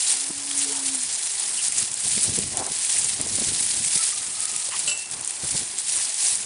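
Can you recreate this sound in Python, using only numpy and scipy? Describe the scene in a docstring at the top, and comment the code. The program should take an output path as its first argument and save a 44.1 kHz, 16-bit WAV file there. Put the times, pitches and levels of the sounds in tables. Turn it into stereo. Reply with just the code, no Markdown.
"""Dry leafy branches crackle and snap as cattle tug at them along a feed rail, close to the microphone.
Countless brittle leaves crack in swells, twigs break, heads and hooves bump. A neck chain chimes once
on the steel rail, and rubbing necks make it squeak. A near cow snorts through flapping nostrils and
a far one hums. Puffs of air buffet the camera's stereo microphone over the murmur of the barn."""
import sys
import numpy as np
from scipy import signal
from scipy.fft import rfft, irfft
from scipy.io import wavfile
from scipy.ndimage import uniform_filter1d

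SR = 44100
rng = np.random.default_rng(int(sys.argv[2]) if len(sys.argv) > 2 else 0)


def generate_wav(sig):
    """Save sig (samples, or channels by samples) to the path in sys.argv[1] as 16-bit PCM at SR."""
    pcm = np.round(np.clip(np.atleast_2d(sig).T, -1, 1) * 32767).astype(np.int16)
    wavfile.write(sys.argv[1], SR, pcm)


N = 284841

# Dry leaves at close range: freq_hz, gain_db
LEAF_SPECTRUM = [(240, -41), (400, -15), (585, -26), (727, -13.5), (1250, -18.5), (1440, -16), (1780, -11),
                 (3240, -7), (4810, -3.5), (6670, -1.5), (8630, 5), (10300, 4.5), (13400, -80),
                 (22000, -120)]
# Spread of the heap across the stereo microphone: freq_hz, side_minus_mid_db
HEAP_WIDTH = [(60, -11), (110, 2), (190, 9), (340, -55), (610, -31.5), (1090, -27), (1950, -14),
              (3470, -16.5), (6200, -17.5), (11100, -17)]
# How hard the herd works at the heap: time_s, level_db
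BROWSING = [(0.0, -23.5), (.13, -24), (.32, -32.5), (.66, -26.5), (1.06, -29), (1.5, -27.5), (1.9, -31.5),
            (2.12, -22.5), (2.3, -25.5), (2.6, -33.5), (2.96, -21.5), (3.26, -31.5), (3.46, -23.5),
            (3.8, -26), (4.08, -22.5), (4.2, -29), (4.6, -30), (5.07, -37.5), (5.35, -34.5), (5.55, -26),
            (5.74, -33.5), (6.05, -26.5), (6.46, -43)]
# Single tugs that swish a branch out: peak_s, level_db, fall_s
BRANCH_TUGS = [(.1, -24, .05), (0.595, -25.5, 0.048), (0.853, -27.5, 0.048), (1.175, -32, 0.16),
               (1.384, -32.5, 0.052), (1.64, -24, 0.042), (1.777, -22, 0.055), (2.066, -28, 0.033),
               (2.397, -31.5, 0.042), (2.586, -29, 0.02), (3.326, -28.5, 0.073), (3.938, -26.5, 0.046),
               (4.396, -36.5, 0.12), (4.54, -43, 0.022), (4.657, -29, 0.017), (4.784, -29, 0.1),
               (4.886, -25.5, 0.019), (4.995, -32, 0.028), (5.13, -32, 0.035), (5.256, -35.5, 0.054),
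               (5.446, -30, 0.05), (5.56, -26, .04), (5.79, -25, 0.021), (5.91, -26, 0.088),
               (6.246, -21.5, 0.12)]

def leaves(cracks_per_s=3000, spread_db=4.0, cycles=1.63, stems_follow=0.72):
    """Brittle leaves right at the microphone crack in clumps, each crack dying in a few cycles."""
    t, crackle = np.arange(400) / SR, np.zeros((2, N))
    for hz in np.geomspace(600, 10500, num=16):
        size = gain_of(spread_db * np.minimum(rng.exponential(1, N), 5)) * rng.choice([-1., 1.], N)
        cracks = size * (rng.random(N) < cracks_per_s / SR * hz / 5000)  # denser at higher pitch
        ring = np.sin(2 * np.pi * hz * t) * np.exp(-t * hz / cycles)
        mid_side = signal.oaconvolve([cracks, cracks * rng.standard_normal(N)], ring[None], axes=1)[:, :N]
        patches = gain_of(2.26 * wander(rate_hz=27))
        crackle += np.sqrt(hz) * mid_side / np.std(mid_side[0]) * patches  # equal power per hertz
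    hiss = gain_of(-4) * rng.standard_normal((2, N))  # leaves farther off blur together
    clumps = gain_of(1.37 * wander(rate_hz=58))
    mid, side = colour((unit_rms(crackle) + hiss) * clumps, LEAF_SPECTRUM)
    heap = stereo(mid, colour(side, HEAP_WIDTH)) / np.std(band(mid, 6400, 10140))
    stems, fine = split(heap, hz=2700)
    tugs = swells([(s, db, 0.45 * fall, fall) for s, db, fall in BRANCH_TUGS])
    fine_db = 10 * np.log10(gain_of(2 * curve(BROWSING)) + tugs)
    stems_db = fine_db - (1 - stems_follow) * (fine_db - fine_db.mean())  # coarse stems swell less
    return gain_of(fine_db) * fine + gain_of(stems_db) * stems


# Twigs breaking in the heap: start_s, level_db, relative_body_db
TWIG_BREAKS = [(0.5119, -10.5, -4), (0.7218, -12, -9), (1.0345, -10.5, -10), (1.3972, -9, -15),
               (1.6821, -6, -21), (1.722, -5, -14), (1.915, -12, -26), (1.941, -10, -23),
               (2.0043, -11, -19), (2.3883, -5, -25), (2.5708, -6.5, -19), (2.6646, -10.5, -20),
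               (2.719, -10, -21), (2.7507, -16, -13), (2.787, -9, -19), (2.847, -7, -12), (3.0445, -7, -16),
               (3.2126, -6.5, -25), (3.271, -12.5, -20), (3.3547, -8, -18), (3.6626, -7, -16),
               (3.9762, -6.5, -25), (4.4043, -7, -20), (4.454, -7, -15), (4.5154, -10, -25),
               (4.562, -8.5, -10), (4.792, -8.5, -20), (4.9751, -13.5, -20), (5.112, -13.5, -19),
               (5.21, -13.5, -18), (5.247, -10.5, -24), (5.257, -13, -25), (5.2752, -8, -17),
               (5.3075, -8, -14), (5.3552, -24, -13), (5.7853, -9, -20), (6.1424, -8, -16),
               (6.2835, -8, -22), (6.354, -7, -18)]

def twig_snaps(t60_s=0.02, tick_db=11.0, tick_s=0.0022):
    """Each close break is a sharp tick and a splintering burst; thick twigs have more woody body."""
    out, t = np.zeros((2, N)), np.arange(3000) / SR
    for s, db, body_db in TWIG_BREAKS:
        noise = rng.standard_normal(len(t))
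        pan, shorten = rng.standard_normal(2)
        splinter = gain_of(-60 * t / t60_s / 0.9 ** shorten)
        envelope = splinter + gain_of(tick_db) * np.exp(-(t / tick_s) ** 2)
        edge, body = envelope * band(noise, 7000, 11000), envelope * band(noise, 2100, 6440)
        burst = gain_of(db) * (edge / abs(edge).max() + gain_of(body_db) * body / abs(body).max())
        add(out[0], s, burst * (1 + 0.13 * pan))
        add(out[1], s, burst * (1 - 0.21 * pan))
    return out


def twig_ticks(per_s=70, base_db=-13, spread_db=2.0):
    """Small twigs give very short ticks all through the heap."""
    size = gain_of(base_db + spread_db * np.minimum(rng.exponential(1, N), 3))
    ticks = size * (rng.random(N) < per_s / SR)
    return band(stereo(ticks, .15 * ticks * rng.standard_normal(N)), 3470, 9900)


# Heads and hooves at the rail: peak_s, level_db, pitch_hz
BODY_BUMPS = [(.306, -33, 300), (1.827, -42, 130), (2.178, -34, 200), (2.288, -29, 115), (2.385, -29, 170),
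              (2.712, -39, 170), (3.203, -33, 270), (3.266, -36, 298), (3.385, -34, 250), (3.418, -30, 230),
              (3.484, -36, 130), (3.962, -40, 160), (4.691, -36, 560), (5.443, -35, 149), (5.553, -35, 140)]

def bumps(cycles=1.7, grit=0.9):
    """A head or hoof lands as a dull, low push with no ring."""
    out, t = np.zeros(N), np.arange(-1500, 1500) / SR
    for s, db, hz in BODY_BUMPS:
        rough = unit_rms(band(rng.standard_normal(len(t)), 0.4 * hz, 2.4 * hz))
        push = grit * rough - np.cos(2 * np.pi * hz * t)
        add(out, s + t[0], gain_of(db) * push * np.exp(-(t * hz / cycles) ** 2))
    return out


# Modes of the steel feed rail: pitch_hz, level_db, t60_s
RAIL_MODES = [(583, -18, 0.66), (2653, -15, 0.58), (2700, -6, 0.53), (2694, -3, .3), (2930, -9, 0.36),
              (2994, 1.5, 0.13), (4030, -6, 0.11), (7400, -28, 0.34), (7900, -6, .25), (7620, 4, 0.18),
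              (7780, 3, 0.2), (8500, -34, 0.36)]

def chain_chime(start_s=4.876, gain_db=-26, rebound_s=.037):
    """A link of a neck chain strikes the rail, rattles and rebounds once."""
    out, t = np.zeros(N), np.arange(SR // 2) / SR
    ring = sum(gain_of(db - 60 * t / t60) * np.sin(2 * np.pi * (hz * t + rng.random()))
               for hz, db, t60 in RAIL_MODES)
    clack = gain_of(3 - 60 * t / 0.075) * band(rng.standard_normal(len(t)), 340, 7800)
    blows = gain_of(-11) * rng.standard_normal(2500) * (rng.random(2500) < .003)  # the rattle
    blows[0], blows[round(rebound_s * SR)] = 1, gain_of(-3)
    add(out, start_s, gain_of(gain_db) * signal.oaconvolve(blows, ring + clack))
    return out


# Faint squeaks and scrapes along the rail: start_s, level_db, pitch_hz, width_hz, length_s
RAIL_RUBS = [(.64, -42, 429, 56, .1), (0.7, -43.5, 910, 380, 0.14), (3.976, -43, 1316, 59, 0.1),
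             (4.09, -46, 1200, 70, 0.099), (4.14, -49, 1255, 90, 0.56), (4.707, -38, 1060, 400, 0.06),
             (4.704, -40.5, 1900, 370, 0.064), (4.707, -37, 2850, 600, 0.058),
             (1.565, -34.5, 2950, 500, 0.058), (5.9, -36, 5800, 100, 0.08)]

def rail_squeaks():
    """Necks rub the steel: a narrow resonance squeaks, a wide one scrapes."""
    out = np.zeros(N)
    for s, db, hz, width, length in RAIL_RUBS:
        rub = resonate(rng.standard_normal(int(length * SR)), hz, width)
        add(out, s, gain_of(db) * unit_rms(rub) * np.sqrt(np.hanning(len(rub))))
    return out


# Resonances of the near cow's nose: pitch_hz, width_hz, level_db
NOSE_RESONANCES = [(372, 230, 7), (660, 540, 16), (950, 520, -17), (1250, 350, -14)]
# Blasts of her breath: peak_s, level_db, rise_s
SNORT_BLASTS = [(2.626, -31.5, 0.053), (2.679, -37, .025)]

def near_snort(flap_hz=127, flap_db=-2.5, fall_s=0.0094):
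    """A cow near the microphone blasts air through nostrils that flap quickly."""
    turns = np.cumsum(flap_hz * (1 + .015 * wander(rate_hz=48))) / SR
    flaps = np.diff(np.floor(turns), prepend=0)
    breath = rng.standard_normal(N) + gain_of(flap_db) * flaps * np.sqrt(SR / flap_hz)
    nose = sum(gain_of(db) * unit_rms(resonate(breath, hz, width)) for hz, width, db in NOSE_RESONANCES)
    return np.sqrt(swells([(s, db, rise, fall_s) for s, db, rise in SNORT_BLASTS])) * unit_rms(nose)


# Air rumbling on the microphone: freq_hz, gain_db
PUFF_SPECTRUM = [(15, -35), (25, -15), (91, 0), (173, -1.5), (223, -1.5), (647, -15.5), (763, -28),
                 (900, -31), (1170, -36), (1980, -120)]
# Gusts passing over it: peak_s, level_db, rise_and_fall_s
PUFFS = [(.7, -55.5, 0.47), (1.705, -55, 0.18), (2.363, -39.5, 0.22), (2.62, -55, 0.097), (3.34, -42, 0.26),
         (3.74, -47, .14), (4.355, -52, 0.19), (4.808, -54.5, 0.16), (5.165, -49.5, 0.062),
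         (5.562, -42.5, 0.087), (5.98, -55.5, 0.17), (6.46, -50.5, .12)]

def air_puffs(calm_db=-65.5, lumps_db=3.0, side_db=-4.0):
    """Lumpy turbulence at the microphone ports; the longest waves reach both alike."""
    mid, side = colour(rng.standard_normal((2, N)), PUFF_SPECTRUM) * gain_of(lumps_db * wander(26))
    power = gain_of(2 * calm_db) + swells([(s, db, length, length) for s, db, length in PUFFS])
    _, short_waves = split(side, hz=90)
    return np.sqrt(power) * stereo(mid, gain_of(side_db) * short_waves) / np.std(mid)


# A cow's call from far across the barn: time_s, pitch_hz, level_db
FAR_CALL = [(.1, 257.7, -61), (.2, 270.6, -51.5), (.35, 281, -50), (.64, 278, -42.5), (.75, 274, -45),
            (.94, 268.4, -40.5), (1.0, 253, -48), (1.07, 258, -60)]

def far_hum(octave_db=-22):
    """A closed-mouth low, nearly a pure tone at this distance."""
    t = np.arange(N) / SR
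    phase = 2 * np.pi * np.cumsum(curve(FAR_CALL)) / SR
    tone = np.sin(phase) + gain_of(octave_db) * np.sin(2 * phase)
    calling = (t > FAR_CALL[0][0]) & (t < FAR_CALL[-1][0])
    return np.sqrt(2) * gain_of(curve(FAR_CALL, column=2)) * tone * calling


# Room tone of the barn: freq_hz, gain_db
BARN_SPECTRUM = [(53, -46), (90, -13.5), (161, -19), (362, -0.5), (519, -8.5), (622, -2.5), (869, 0),
                 (1430, -6.5), (2500, -6.5), (3250, -17), (5500, -120)]

def barn_murmur(level_db=-49.5, side_db=-7, swell_db=2.15):
    """The herd and the yard blend into a low murmur behind everything."""
    mid, side = colour(rng.standard_normal((2, N)), BARN_SPECTRUM)
    level = gain_of(level_db + swell_db * wander(rate_hz=8.2))
    return level * stereo(mid, gain_of(side_db) * side) / np.std(mid)


def wall_echoes(x, first_s=0.002, t60_s=0.07):
    """Early reflections from posts and walls around the microphone."""
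    t = np.arange(4000) / SR
    taps = rng.standard_normal(len(t)) * gain_of(-60 * t / t60_s) * (t > first_s)
    return signal.oaconvolve(x, taps / np.linalg.norm(taps))[:N]


def gain_of(db):
    """Decibels to gain."""
    return 10 ** (np.asarray(db) / 20)


def unit_rms(x):
    """Scales to an rms of one."""
    return x / np.sqrt(np.mean(x ** 2) + 1e-20)


def curve(rows, column=1):
    """One column of a time table at every sample."""
    return np.interp(np.arange(N) / SR, [r[0] for r in rows], [r[column] for r in rows])


def swells(rows):
    """Summed power of bell-shaped swells: peak_s, level_db, rise_s, fall_s."""
    t = np.arange(N) / SR
    return sum(gain_of(2 * db) * np.exp(-((t - s) / np.where(t < s, rise, fall)) ** 2)
               for s, db, rise, fall in rows)


def wander(rate_hz):
    """Smooth random drift with an rms of one."""
    size = max(int(SR / rate_hz / 2), 2)
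    return unit_rms(uniform_filter1d(uniform_filter1d(rng.standard_normal(N), size), size))


def add(mix, start_s, sound):
    """Lays a sound into the mix."""
    part = mix[max(round(start_s * SR), 0):][:len(sound)]
    part += sound[:len(part)]


def colour(x, spectrum):
    """Filters by a spectrum table, read on a log-frequency axis."""
    hz, db = np.transpose(spectrum)
    bins_hz = np.fft.rfftfreq(x.shape[-1], 1 / SR)
    bins_db = np.interp(np.log(bins_hz + 1), np.log(hz + 1), db)
    return irfft(rfft(x) * gain_of(bins_db), x.shape[-1])


def band(x, lo_hz, hi_hz):
    """Band-pass."""
    return signal.sosfilt(signal.butter(2, [lo_hz, hi_hz], "bandpass", fs=SR, output="sos"), x)


def split(x, hz):
    """The parts below and above hz; they sum to the whole."""
    low = signal.sosfiltfilt(signal.butter(1, hz, fs=SR, output="sos"), x)
    return low, x - low


def resonate(x, hz, width_hz):
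    """Two resonances in series; each shifts hz down to zero, smooths and shifts back."""
    turn = np.exp(2j * np.pi * hz * np.arange(1, len(x) + 1) / SR)
    pole = np.exp(-np.pi * width_hz / SR)
    for _ in range(2):
        x = 2 * (turn * signal.lfilter([1 - pole], [1, -pole], x / turn)).real
    return x


def stereo(mid, side):
    """Mid and side to left and right."""
    return np.array([mid + side, mid - side])


def scene():
    """From the feed rail: the heap spreads wide; cows and steel sit central, widened by echoes."""
    centre = bumps() + far_hum() + near_snort() + chain_chime() + rail_squeaks()
    heap = leaves() + twig_snaps() + twig_ticks()
    return heap + air_puffs() + barn_murmur() + stereo(centre, gain_of(-10.5) * wall_echoes(centre))


def record(dry, roll_off_hz=10248, limit_hz=11687):
    """The camera's steep treble roll-off, then the band limit."""
    rolled = signal.sosfilt(signal.cheby1(12, .5, roll_off_hz, fs=SR, output="sos"), dry)
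    band_limit = signal.firwin(511, limit_hz, window=("kaiser", 9), fs=SR)
    return signal.oaconvolve(rolled, band_limit[None], "same")


dry = scene()
out = record(dry)
generate_wav(out)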